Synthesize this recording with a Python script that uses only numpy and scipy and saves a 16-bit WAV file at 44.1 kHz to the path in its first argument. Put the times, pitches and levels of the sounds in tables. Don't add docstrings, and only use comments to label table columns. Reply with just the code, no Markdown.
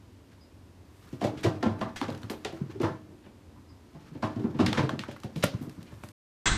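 import sys
import numpy as np
from scipy import signal
from scipy.fft import rfft, irfft, next_fast_len
from scipy.io import wavfile
from scipy.ndimage import uniform_filter1d, map_coordinates

SR = 44100
rng = np.random.default_rng(int(sys.argv[2]) if len(sys.argv) > 2 else 0)


def pcm_store(signal):
    levels = np.round(np.clip(np.atleast_2d(signal), -1, 1) * 32767)
    wavfile.write(sys.argv[1], SR, levels.astype(np.int16).T)


N = 290115
TIME = np.arange(N) / SR
T = TIME[:2 * SR // 5]
TOP_HZ = 14400

# t/s, tread thud level/dB, tread f/Hz, riser knock level/dB, riser f/Hz,
# nosing rap level/dB, frame boom level/dB, frame f/Hz, delay until the paw damps the wood/s
PAWS = [(1.128, -35, 276.7, -48.5, 411, -67.5, -37, 127.1, .024),
        (1.213, -35, 304.3, -32.5, 710.5, -42.5, -54.5, 120, 0.0294),
        (1.226, -28, 225.7, -33, 508.3, -44, -49, 140, 0.018),
        (1.241, -25.5, 230.1, -25, 590, -43, -29, 113.5, 0.0217),
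        (1.268, -36, 229.4, -38, 820, -53, -43.5, 104.2, .02),
        (1.439, -34, 329.6, -36, 528.3, -48, -33, 113.7, 0.022),
        (1.446, -22.5, 344.4, -29, 575, -45.5, -34.5, 110.8, 0.0142),
        (1.457, -35.5, 358.2, -32, 674.8, -37, -22.5, 109.9, 0.074),
        (1.545, -46, 327, -63, 500, -68.5, -36.5, 106.5, 0.039),
        (1.627, -26, 248.5, -29, 647.6, -36, -52, 141, 0.0206),
        (1.658, -21.5, 216.1, -31.5, 620.5, -38.5, -35.5, 104.8, 0.0234),
        (1.687, -44.5, 301.6, -50.5, 624, -50.5, -32.5, 104, 0.0362),
        (1.811, -30.5, 208, -32, 640.3, -33.5, -39, 110.2, 0.0302),
        (2.013, -29, 276.2, -38.5, 807, -41, -54, 120, 0.0118),
        (2.025, -39, 331.6, -44.5, 595, -46.5, -49.5, 120.1, .02),
        (2.083, -30.5, 244.2, -34, 425.7, -45, -44, 138.8, 0.0146),
        (2.235, -44, 228.7, -59.5, 592, -70, -36, 110.6, 0.0186),
        (2.3, -33, 221.4, -37.5, 437.5, -47, -53, 110, 0.0433),
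        (2.449, -33, 414.7, -36.5, 517.4, -46.5, -58, 120, 0.025),
        (2.526, -39, 334.5, -47.5, 547, -63, -46.5, 139.7, 0.0292),
        (2.605, -31.5, 204.7, -59, 688.7, -58.5, -29.5, 140.4, 0.0188),
        (2.692, -39.5, 318.2, -66, 481, -74, -46, 139, 0.017),
        (2.749, -37.5, 390.5, -56.5, 500, -68.5, -43.5, 109.7, 0.067),
        (2.801, -25.5, 360.4, -38.5, 552.2, -46, -36, 116.6, 0.05),
        (2.832, -27, 322.8, -31, 508, -32.5, -28.5, 112, 0.0129),
        (2.844, -36.5, 327.5, -37, 602, -33.5, -37.5, 110.6, 0.0184),
        (2.872, -38.5, 393, -46.5, 493.7, -52, -38, 139, 0.024),
        (2.9, -47, 218, -48.5, 489.5, -63.5, -39, 133, 0.0217),
        (3.125, -53, 355, -78, 498, -77, -57.5, 141, 0.034),
        (3.261, -47, 212.8, -56.5, 568, -65, -66.5, 129, 0.0204),
        (3.559, -57.5, 279, -82, 496, -62, -52, 131, 0.0324),
        (3.7, -58, 258.7, -79, 500, -65.5, -45.5, 92.8, 0.0305),
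        (3.946, -43.5, 185, -56, 679, -60, -44, 161, .035),
        (4.038, -66.5, 260, -72, 500, -67.5, -59, 129, 0.017),
        (4.113, -44.5, 196.3, -68.5, 500, -74, -40.5, 171, 0.021),
        (4.149, -38, 265.3, -50.5, 486, -65.5, -40, 138, 0.0256),
        (4.226, -29, 226.4, -31, 641.7, -32.5, -29.5, 105.4, 0.033),
        (4.36, -30, 236, -45, 683.2, -57.5, -35.5, 110.4, 0.037),
        (4.394, -34.5, 297.4, -48.5, 436.4, -64, -39.5, 160, 0.045),
        (4.439, -22, 230, -47.5, 486, -48, -51.5, 131.7, 0.0246),
        (4.545, -33, 232.3, -47, 508, -50.5, -34, 134.9, .024),
        (4.591, -19.5, 234.8, -31, 651.4, -33, -33.5, 104.5, 0.032),
        (4.603, -31, 338.4, -34, 732, -41, -44.5, 130, 0.015),
        (4.62, -25.5, 187, -40.5, 554, -51.5, -27.5, 101.3, 0.036),
        (4.673, -36.5, 190, -49.5, 502, -56.5, -31.5, 109, 0.017),
        (4.716, -36.5, 218.8, -41.5, 495, -60.5, -44, 110, 0.03),
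        (4.774, -27.5, 229, -30, 470.3, -43, -29.5, 138.2, 0.016),
        (4.79, -31, 312.2, -31.5, 615, -31.5, -28.5, 105.8, .02),
        (4.83, -29.5, 313, -32, 437.8, -47.5, -25, 131.3, 0.021),
        (4.892, -41.5, 239.4, -39, 651.6, -53.5, -43.5, 129, 0.0155),
        (4.927, -28.5, 231.3, -47, 469, -49.5, -35.5, 144.6, 0.0205),
        (4.992, -38.5, 215, -52.5, 499.7, -66.5, -40, 118.5, 0.022),
        (5.083, -36.5, 225.9, -40.5, 593.5, -57.5, -41, 129.5, 0.018),
        (5.241, -36, 213.1, -44, 508, -68.5, -33.5, 116.7, 0.018),
        (5.358, -31.5, 198.2, -44, 451, -54.5, -28.5, 168.2, .024),
        (5.537, -36, 189.7, -55, 495, -50, -27.5, 113.9, 0.018),
        (5.609, -33.5, 252.8, -59.5, 476, -63.5, -38.5, 150, 0.031),
        (5.671, -38.5, 236.1, -76, 500, -78, -37.5, 132.6, 0.015),
        (5.778, -40, 166.5, -77.5, 496, -62, -43.5, 108, 0.0164),
        (5.919, -48.5, 176.5, -55.5, 590, -56.5, -42.5, 106.3, 0.0185),
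        (6.034, -42, 212.3, -49.5, 591.6, -68, -42, 110, 0.016)]
# start t/s, end t/s, relative fur level/dB
DASHES = [(0.799, 2.849, -59), (3.732, 6.101, -61.5)]
# f/Hz, relative level/dB
FUR = [(300, -19.5), (1200, 6), (3000, -3.5), (6000, -8), (10000, -22), (15000, -20)]


def amp(db):
    return 10 ** (np.asarray(db) / 20)


def unit(x):
    return x / np.sqrt(np.mean(x ** 2) + 1e-20)


def burst(x):
    return x / np.sqrt(uniform_filter1d(x ** 2, SR // 100).max() + 1e-20)


def along(points, hz):
    f, v = np.transpose(points)
    return np.interp(np.log(hz + 1), np.log(f + 1), v)


def filtered(x, response):
    m = next_fast_len(len(x) + SR // 10)
    return irfft(rfft(x, m) * response(np.fft.rfftfreq(m, 1 / SR)), m)[:len(x)]


def band(x, lo_hz, hi_hz, order=3):
    edges_hz = [lo_hz, min(hi_hz, SR / 2 - 1)]
    return signal.sosfilt(signal.butter(order, edges_hz, 'band', fs=SR, output='sos'), x)


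def lowpass(x, hz):
    return filtered(x, lambda f: 1 / np.sqrt(1 + (f / hz) ** 120))


def noise(spectrum, size, spiky_db=0):
    grain_db = spiky_db * np.repeat(rng.standard_normal(size // 32 + 1), 32)[:size]
    grains = rng.standard_normal(size) * amp(grain_db)
    return unit(filtered(grains, lambda hz: amp(along(spectrum, hz))))


def wobble(rate_hz, size=N):
    return map_coordinates(rng.standard_normal(int(size * rate_hz / SR) + 4), [TIME[:size] * rate_hz])


def swell(rise_s, t60_s):
    return (1 - np.exp(-(T / rise_s) ** 2)) * amp(-60 * T / t60_s)


def effective_m(s):
    # t/s, effective distance/m
    points = [(1.1, 0.94), (1.6, 5.5), (2.1, 3.5), (2.5, 5.1), (2.9, 4.66), (3.6, 9.4), (4.3, 6.68),
              (4.8, 4.38), (5.3, 2.62), (6.1, 0.55)]
    return np.interp(s, *np.transpose(points))


def add(track, s, x):
    part = track[round(s * SR):][:len(x)]
    part += x[:len(part)]


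def stairwell(x, s, hz, wet_1m_db):
    # f/Hz, t60/s
    decay = [(100, 0.75), (400, 0.256), (1500, 0.32), (5000, 0.28), (12000, 0.057)]
    tail = rng.standard_normal(len(T)) * swell(0.011, along(decay, hz))
    echo = signal.fftconvolve(x, tail / np.linalg.norm(tail))[:len(T)]
    return x + amp(wet_1m_db) * np.sqrt(abs(effective_m(s))) * echo


def lingering(s, rise_s, t60_s, echo_1m_db, echo_t60_s):
    direct = swell(rise_s, t60_s)
    echo = amp(echo_1m_db) * np.sqrt(abs(effective_m(s))) * swell(0.0134, echo_t60_s)
    return np.hypot(direct / direct.max(), echo)


def walls(x, bounce_db):
    delays_s = rng.uniform(.002, .013, size=4)

    def comb(hz):
        return 1 + amp(bounce_db) * np.exp(-2j * np.pi * np.outer(delays_s, hz)).sum(axis=0)
    return filtered(x, comb)


def still_air():
    # f/Hz, relative level/dB
    air = [(18, -50), (30, -23.5), (59, -9.5), (91, 0), (152, -17.5), (186, -13.5), (281, -9), (403, -18.5),
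           (871, -26.5), (941, -23), (1190, -29.5), (3770, -36), (4880, -37), (5410, -38.5), (14000, -47.5)]
    return amp(-54.0) * noise(air, N)


def squeaks():
    # t/s, relative level/dB
    events = [(.398, -63.5), (3.678, -65.5)]
    out = np.zeros(N)
    for s, db in events:
        hz = 4980 + 130 * wobble(498, size=len(T))
        squeak = np.sin(2 * np.pi * np.cumsum(hz) / SR) * swell(0.0184, 0.205)
        add(out, s, amp(db - 0.5) * burst(squeak))
    return out


def brushing_fur():
    attack_s, release_s = 0.31, .15
    fizz_db, fizz_loss_db_per_m = -2.5, 9.5
    gate = np.zeros(N)
    for start, end, db in DASHES:
        gate += amp(db) * np.interp(TIME, [start, start + attack_s, end, end + release_s], [0, 1, 1, 0])
    brushing = amp(-4.0 + 3.14 * wobble(57)) * noise(FUR, N, spiky_db=2.5)
    hairs = unit(band(noise(FUR, N, spiky_db=3.5), 8000, 14000))
    fizz = amp(fizz_db - fizz_loss_db_per_m * effective_m(TIME) + 2.2 * wobble(13)) * hairs
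    return gate * (brushing + fizz)


def shuffling():
    # f/Hz, relative level/dB
    spectrum = [(40, -40.5), (100, -2.5), (300, -7.5), (600, -19.5), (1400, -29.5), (4000, -69.5)]
    idle_db, re_thud_db, rise_s, t60_s = -63.5, -11, 0.0089, 0.817
    trim_db, swing_db = -0.5, 2.5
    power = np.full(N, amp(idle_db) ** 2)
    for s, thud_db, *_ in PAWS:
        add(power, s, (amp(thud_db + re_thud_db) * swell(rise_s, t60_s)) ** 2)
    return np.sqrt(power) * amp(trim_db + swing_db * wobble(16)) * noise(spectrum, N)


def faint_ticks():
    ticks_per_dash_s, speed_up_s = 3, .6
    out = np.zeros(N)
    for start, end, _ in DASHES:
        for when, size in rng.random((round(ticks_per_dash_s * (end - start)), 2)):
            s = np.interp(when, [0, 1], [start + speed_up_s, end])
            snap = rng.standard_normal(len(T)) * lingering(s, .001, .02, echo_1m_db=-13.0, echo_t60_s=0.27)
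            level = amp(-50 - 4.1 * size) / np.sqrt(abs(effective_m(s)))
            add(out, s, level * burst(band(snap, 1100, 6000, order=1)))
    return out


def scratcher():
    # f/Hz, relative level/dB, t60/s
    modes = [(127.3, -2, 0.1), (172, 0.5, 0.096), (273.5, -4, 0.092), (516, -8.5, 0.018), (570, 8.5, 0.025),
             (1408, -13, 0.091)]
    # t/s, level/dB, treble relative to it/dB
    claps = [(5.4255, -40.5, -13), (5.4322, -32.5, -20), (5.4369, -25.5, -5), (5.4399, -27.5, -3.5)]
    build_cycles, floor_hz = 0.94, 144
    out, s = np.zeros(N), 5.4375
    slide = band(rng.standard_normal(len(T)), 900, 5000) * swell(0.0029, 0.257)
    add(out, s - .013, amp(-33.5) * burst(slide))
    ring = np.zeros(len(T))
    for hz, db, t60_s in modes:
        ring += amp(db) * swell(build_cycles / hz, t60_s) * np.sin(2 * np.pi * hz * T)
    add(out, s, amp(-19.0) * burst(stairwell(ring, s, hz=498, wet_1m_db=-12.0)))
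    push = np.sin(2 * np.pi * floor_hz * T) * swell(0.0045, 0.052)
    add(out, s, amp(-26.5) * burst(push))
    for at, db, treble_db in claps:
        snap = rng.standard_normal(len(T)) * lingering(at, 0.00074, 0.0253, echo_1m_db=-15.0, echo_t60_s=0.12)
        clap = burst(band(snap, 700, 3200, order=2))
        treble = amp(treble_db) * burst(band(snap, 4300, 12000, order=2))
        add(out, at, amp(db) * (clap + treble))
    rasp = noise(FUR, len(T), spiky_db=3.5) * swell(0.017, 0.71)
    add(out, s, amp(-53) * burst(rasp))
    return out


def slap():
    # f/Hz, relative level/dB
    spectrum = [(71, -4.5), (120, -7), (184, -6), (250, -17.5), (310, -8), (480, -19), (680, -18),
                (1080, -9.5), (1700, -8.5), (2620, -19.5), (3950, -12), (4640, -21.5), (5950, -19.5),
                (8500, -17.5), (11000, -90), (18700, -120)]
    # f/Hz, width/Hz, relative level/dB
    resonances = [(1564, 39, -3), (2064.5, 25.3, -2), (2660, 150, -15), (3366, 45, -8), (4797, 36, -15),
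                  (5340, 24, -16), (6060, 38, -11), (6720, 32, -11), (7520, 28, -5.5), (8195, 19.7, -15.5)]
    # t/s, level/dB, t60/s
    hits = [(6.457, -24.5, 0.17), (6.471, -28, 0.106), (6.513, -34.5, 0.37)]
    slap_s, top_hz, rough_db, ring_db = 6.457, 8600, 1.2, -1
    out = np.zeros(N)

    def body(f):
        total = 0
        for k, (hz, width_hz, db) in enumerate(resonances):
            total = total + (-1) ** k * amp(db) * 1j * f * width_hz / (hz * hz - f * f + 1j * f * width_hz)
        return total

    for s, db, t60_s in hits:
        contact = swell(0.00048, t60_s) * amp(rough_db * wobble(310, size=len(T)))
        crack = noise(spectrum, len(T)) * contact
        ring = filtered(rng.standard_normal(len(T)) * contact, body)
        add(out, s, amp(db) * (burst(walls(crack, bounce_db=-10.5)) + amp(ring_db) * burst(ring)))
    tail = noise(spectrum, len(T)) * swell(0.0175, 0.89)
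    add(out, slap_s, amp(-28.5) * burst(tail))
    puff = band(rng.standard_normal(len(T)), 30.89, 202, order=2) * swell(0.0069, 0.96)
    add(out, slap_s, amp(-31.0) * burst(puff))
    thump = np.sin(2 * np.pi * 46 * T) * swell(0.00154, 0.121)
    add(out, 6.516, amp(-22) * burst(thump))
    return lowpass(out, top_hz)


def scuffs():
    # f/Hz, relative level/dB
    pile = [(500, -4), (1000, -5), (1700, -0.5), (2800, 0), (5000, -4), (7000, -8.5), (14000, -17.5)]
    # t/s, relative level/dB, rise/s, t60/s, brightness at 8 kHz/dB
    swipes = [(.311, -55.5, 0.0029, 0.145, -5), (1.368, -41.5, 0.0056, 0.25, 1.5),
              (1.429, -26.5, 0.00565, 0.173, 5), (1.959, -31.5, 0.00167, 0.192, 5),
              (2.2976, -36, 0.0031, 0.125, 23.5), (2.61, -60, .005, .1, -14.5),
              (2.693, -47.5, 0.0071, 0.15, -4.5), (2.811, -37.5, .006, 0.075, 14.5),
              (3.23, -52.5, 0.015, 0.208, -10), (3.956, -66, .008, 0.13, -14.5),
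              (4.035, -59, 0.0092, 0.13, 6), (4.222, -36.5, 0.003, 0.244, 12),
              (4.583, -30, 0.013, 0.24, 3.5), (4.672, -38, 0.0067, .13, 0),
              (4.769, -24, 0.008, 0.126, -6.5), (5.1088, -45.5, 0.00247, 0.114, 3.5),
              (5.36, -45, 0.0044, 1, 9), (5.605, -42.5, 0.011, 0.24, 20), (5.856, -51.5, 0.013, 0.27, -12)]
    skid_lead_s, skid_db, skid_db_per_knock_db = .003, -10, 0.8424
    skid_rise_s, skid_t60_s = 0.0018, 0.16
    clump_db, clumps_per_s, shade_db_per_m = 1.5, 220, 3
    out = np.zeros(N)
    skids = []
    for s, _, _, knock_db, *_ in PAWS:
        level_db = skid_db + skid_db_per_knock_db * knock_db
        skids.append((s - skid_lead_s, level_db, skid_rise_s, skid_t60_s, 0))
    for s, db, rise_s, t60_s, bright_db in skids + list(swipes):
        envelope = lingering(s, rise_s, t60_s, echo_1m_db=-17.5, echo_t60_s=0.457)
        fibres = noise(pile, len(T), spiky_db=1.0) * envelope
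        fibres *= amp(clump_db * wobble(clumps_per_s, size=len(T)))
        tilt_db = bright_db - shade_db_per_m * abs(effective_m(s))
        shaded = filtered(fibres, lambda hz: amp(tilt_db * hz / 8000))
        add(out, s, amp(db - 7.0) * burst(walls(shaded, bounce_db=-11)))
    return out


def claws():
    # t/s, relative level/dB, relative pop level below 2 kHz/dB, snag t60/s
    snags = [(1.628, -24.5, 1.5, 0.032), (1.8136, -29.5, -12, 0.0108), (2.014, -25.5, 4.5, 0.0094),
             (2.102, -36, 0, 0.0095), (2.124, -39, -3.5, 0.018), (2.148, -37, -6.5, 0.019),
             (2.2317, -35.5, -1, 0.0143), (2.2983, -26, -6, 0.015), (2.448, -21, -33.5, 0.0254),
             (2.8354, -41.5, 5, .015), (2.848, -43, 10, .02), (4.6612, -21, -10, 0.0175),
             (4.6632, -15.5, -17.5, 0.0294), (4.7286, -17, -3, 0.017), (4.778, -28.5, 9.5, 0.018),
             (4.7918, -40.5, 15.5, 0.016), (4.8924, -24.5, 4.5, 0.0193), (4.9919, -21.5, -34, 0.0137),
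             (5.0361, -41.5, 15, 0.0126), (5.113, -36, -4, 0.0099), (5.163, -55.5, 19.5, 0.037),
             (5.234, -34.5, -1, 0.025), (5.36, -32.5, -20.5, 0.0147), (6.036, -46.5, 13.5, 0.0127)]
    sizzle_db, sizzle_db_per_db, sizzle_loss_db_per_m = -30, 0.24, 3.5
    out = np.zeros(N)
    for s, db, pop_db, t60_s in snags:
        snap = rng.standard_normal(len(T)) * lingering(s, 0.00036, t60_s, echo_1m_db=-17, echo_t60_s=0.206)
        fizz = rng.standard_normal(len(T)) * lingering(s, 0.0012, 0.06, echo_1m_db=-21.0, echo_t60_s=0.2)
        tick = burst(band(snap, 1300, 4182, order=2))
        pop = amp(pop_db + 2.5) * burst(band(snap, 870, 1844, order=2))
        treble_db = sizzle_db + sizzle_db_per_db * db - sizzle_loss_db_per_m * effective_m(s)
        sizzle = amp(treble_db) * burst(band(fizz, 5500, 13500, order=2))
        add(out, s, amp(-12.0) * walls(amp(db) * (tick + pop) + sizzle, bounce_db=-16.5))
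    return out


def wood(s, press_s, lo_hz, hi_hz, pitch_hz, focus_db_per_oct, rise_s, push_t60_s, board_t60_s,
         modes_db, push_db, damping, wet_1m_db):
    # f/Hz, relative level/dB, t60 at damping 1/s
    modes = [(102.96, -4.5, 0.4), (133.37, -1.5, 0.23), (175, -3, 0.2), (230.81, -2, 0.23),
             (308.53, -6, 0.59), (350.04, -5, 0.2), (390.7, -5.5, 0.2), (485.4, -3, 0.13),
             (540.73, -4, 0.18), (645.46, -7, 0.44), (703, -4.5, 0.14), (768.5, -6, 0.26),
             (873.3, -5, 0.23), (986.5, -2, 0.093), (1072.5, -7, 0.18), (1196.6, -6.5, 0.19),
             (1363, -8.5, 0.24), (1566.4, -6.5, .2), (1746, -11, 0.39)]
    scatter_db, press_loss_db = 3.5, 6.5

    def favour(hz):
        return amp(-focus_db_per_oct * abs(np.log2((hz + 1) / pitch_hz)))

    board = np.sin(2 * np.pi * pitch_hz * T) * swell(rise_s, board_t60_s)
    ring = np.zeros(len(T))
    for hz, db, t60_s in modes:
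        if lo_hz <= hz < hi_hz:
            level = amp(db + rng.normal(0, scatter_db)) * favour(hz)
            ring += level * swell(rise_s, t60_s / damping) * np.sin(2 * np.pi * (hz * T + rng.random()))
    push = band(filtered(rng.standard_normal(len(T)), favour), lo_hz, hi_hz) * swell(rise_s, push_t60_s)
    pressed = amp(-press_loss_db * (1 + np.tanh((T - press_s) / .004)) / 2)
    blow = pressed * (burst(board) + amp(modes_db) * burst(ring) + amp(push_db) * burst(push))
    return burst(stairwell(blow, s, pitch_hz, wet_1m_db))


def paws():
    nosing_hz = 1033.4
    out = np.zeros(N)
    for s, thud_db, tread_hz, knock_db, riser_hz, rap_db, boom_db, frame_hz, press_s in PAWS:
        spread = np.sqrt(abs(effective_m(s)))
        rap = wood(s, press_s, 790, 2000, nosing_hz, focus_db_per_oct=12, rise_s=0.0007 * spread,
                   push_t60_s=0.25, board_t60_s=0.1, modes_db=6, push_db=1.5, damping=1.0, wet_1m_db=-11)
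        knock = wood(s, press_s, 350, 917, riser_hz, focus_db_per_oct=7, rise_s=0.0019 * spread,
                     push_t60_s=0.21, board_t60_s=.15, modes_db=-1.0, push_db=-0.5, damping=0.965,
                     wet_1m_db=-12)
        thud = wood(s, press_s, 180, 420, tread_hz, focus_db_per_oct=9, rise_s=0.0026 * spread,
                    push_t60_s=0.084, board_t60_s=0.1487, modes_db=-5.0, push_db=-9, damping=0.763,
                    wet_1m_db=-16.5)
        boom = wood(s, press_s, 90, 178, frame_hz, focus_db_per_oct=4, rise_s=0.00732 * spread,
                    push_t60_s=.2, board_t60_s=0.1743, modes_db=-7.5, push_db=-8.5, damping=.8,
                    wet_1m_db=-21.5)
        add(out, s, amp(rap_db) * rap + amp(knock_db) * knock + amp(thud_db) * thud + amp(boom_db) * boom)
    return band(out, 55, TOP_HZ, order=2)


def scene():
    silence_s, fade_s = 6.12, 0.0038
    house = still_air() + squeaks() + brushing_fur() + shuffling()
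    stairs = house + faint_ticks() + scratcher() + scuffs() + claws() + paws()
    gate = np.clip((silence_s - TIME) / fade_s, 0, 1)
    return (stairs * gate + slap())[None]


def record(dry):
    return np.array([lowpass(x, TOP_HZ) for x in dry])


dry = scene()
out = record(dry)
pcm_store(out)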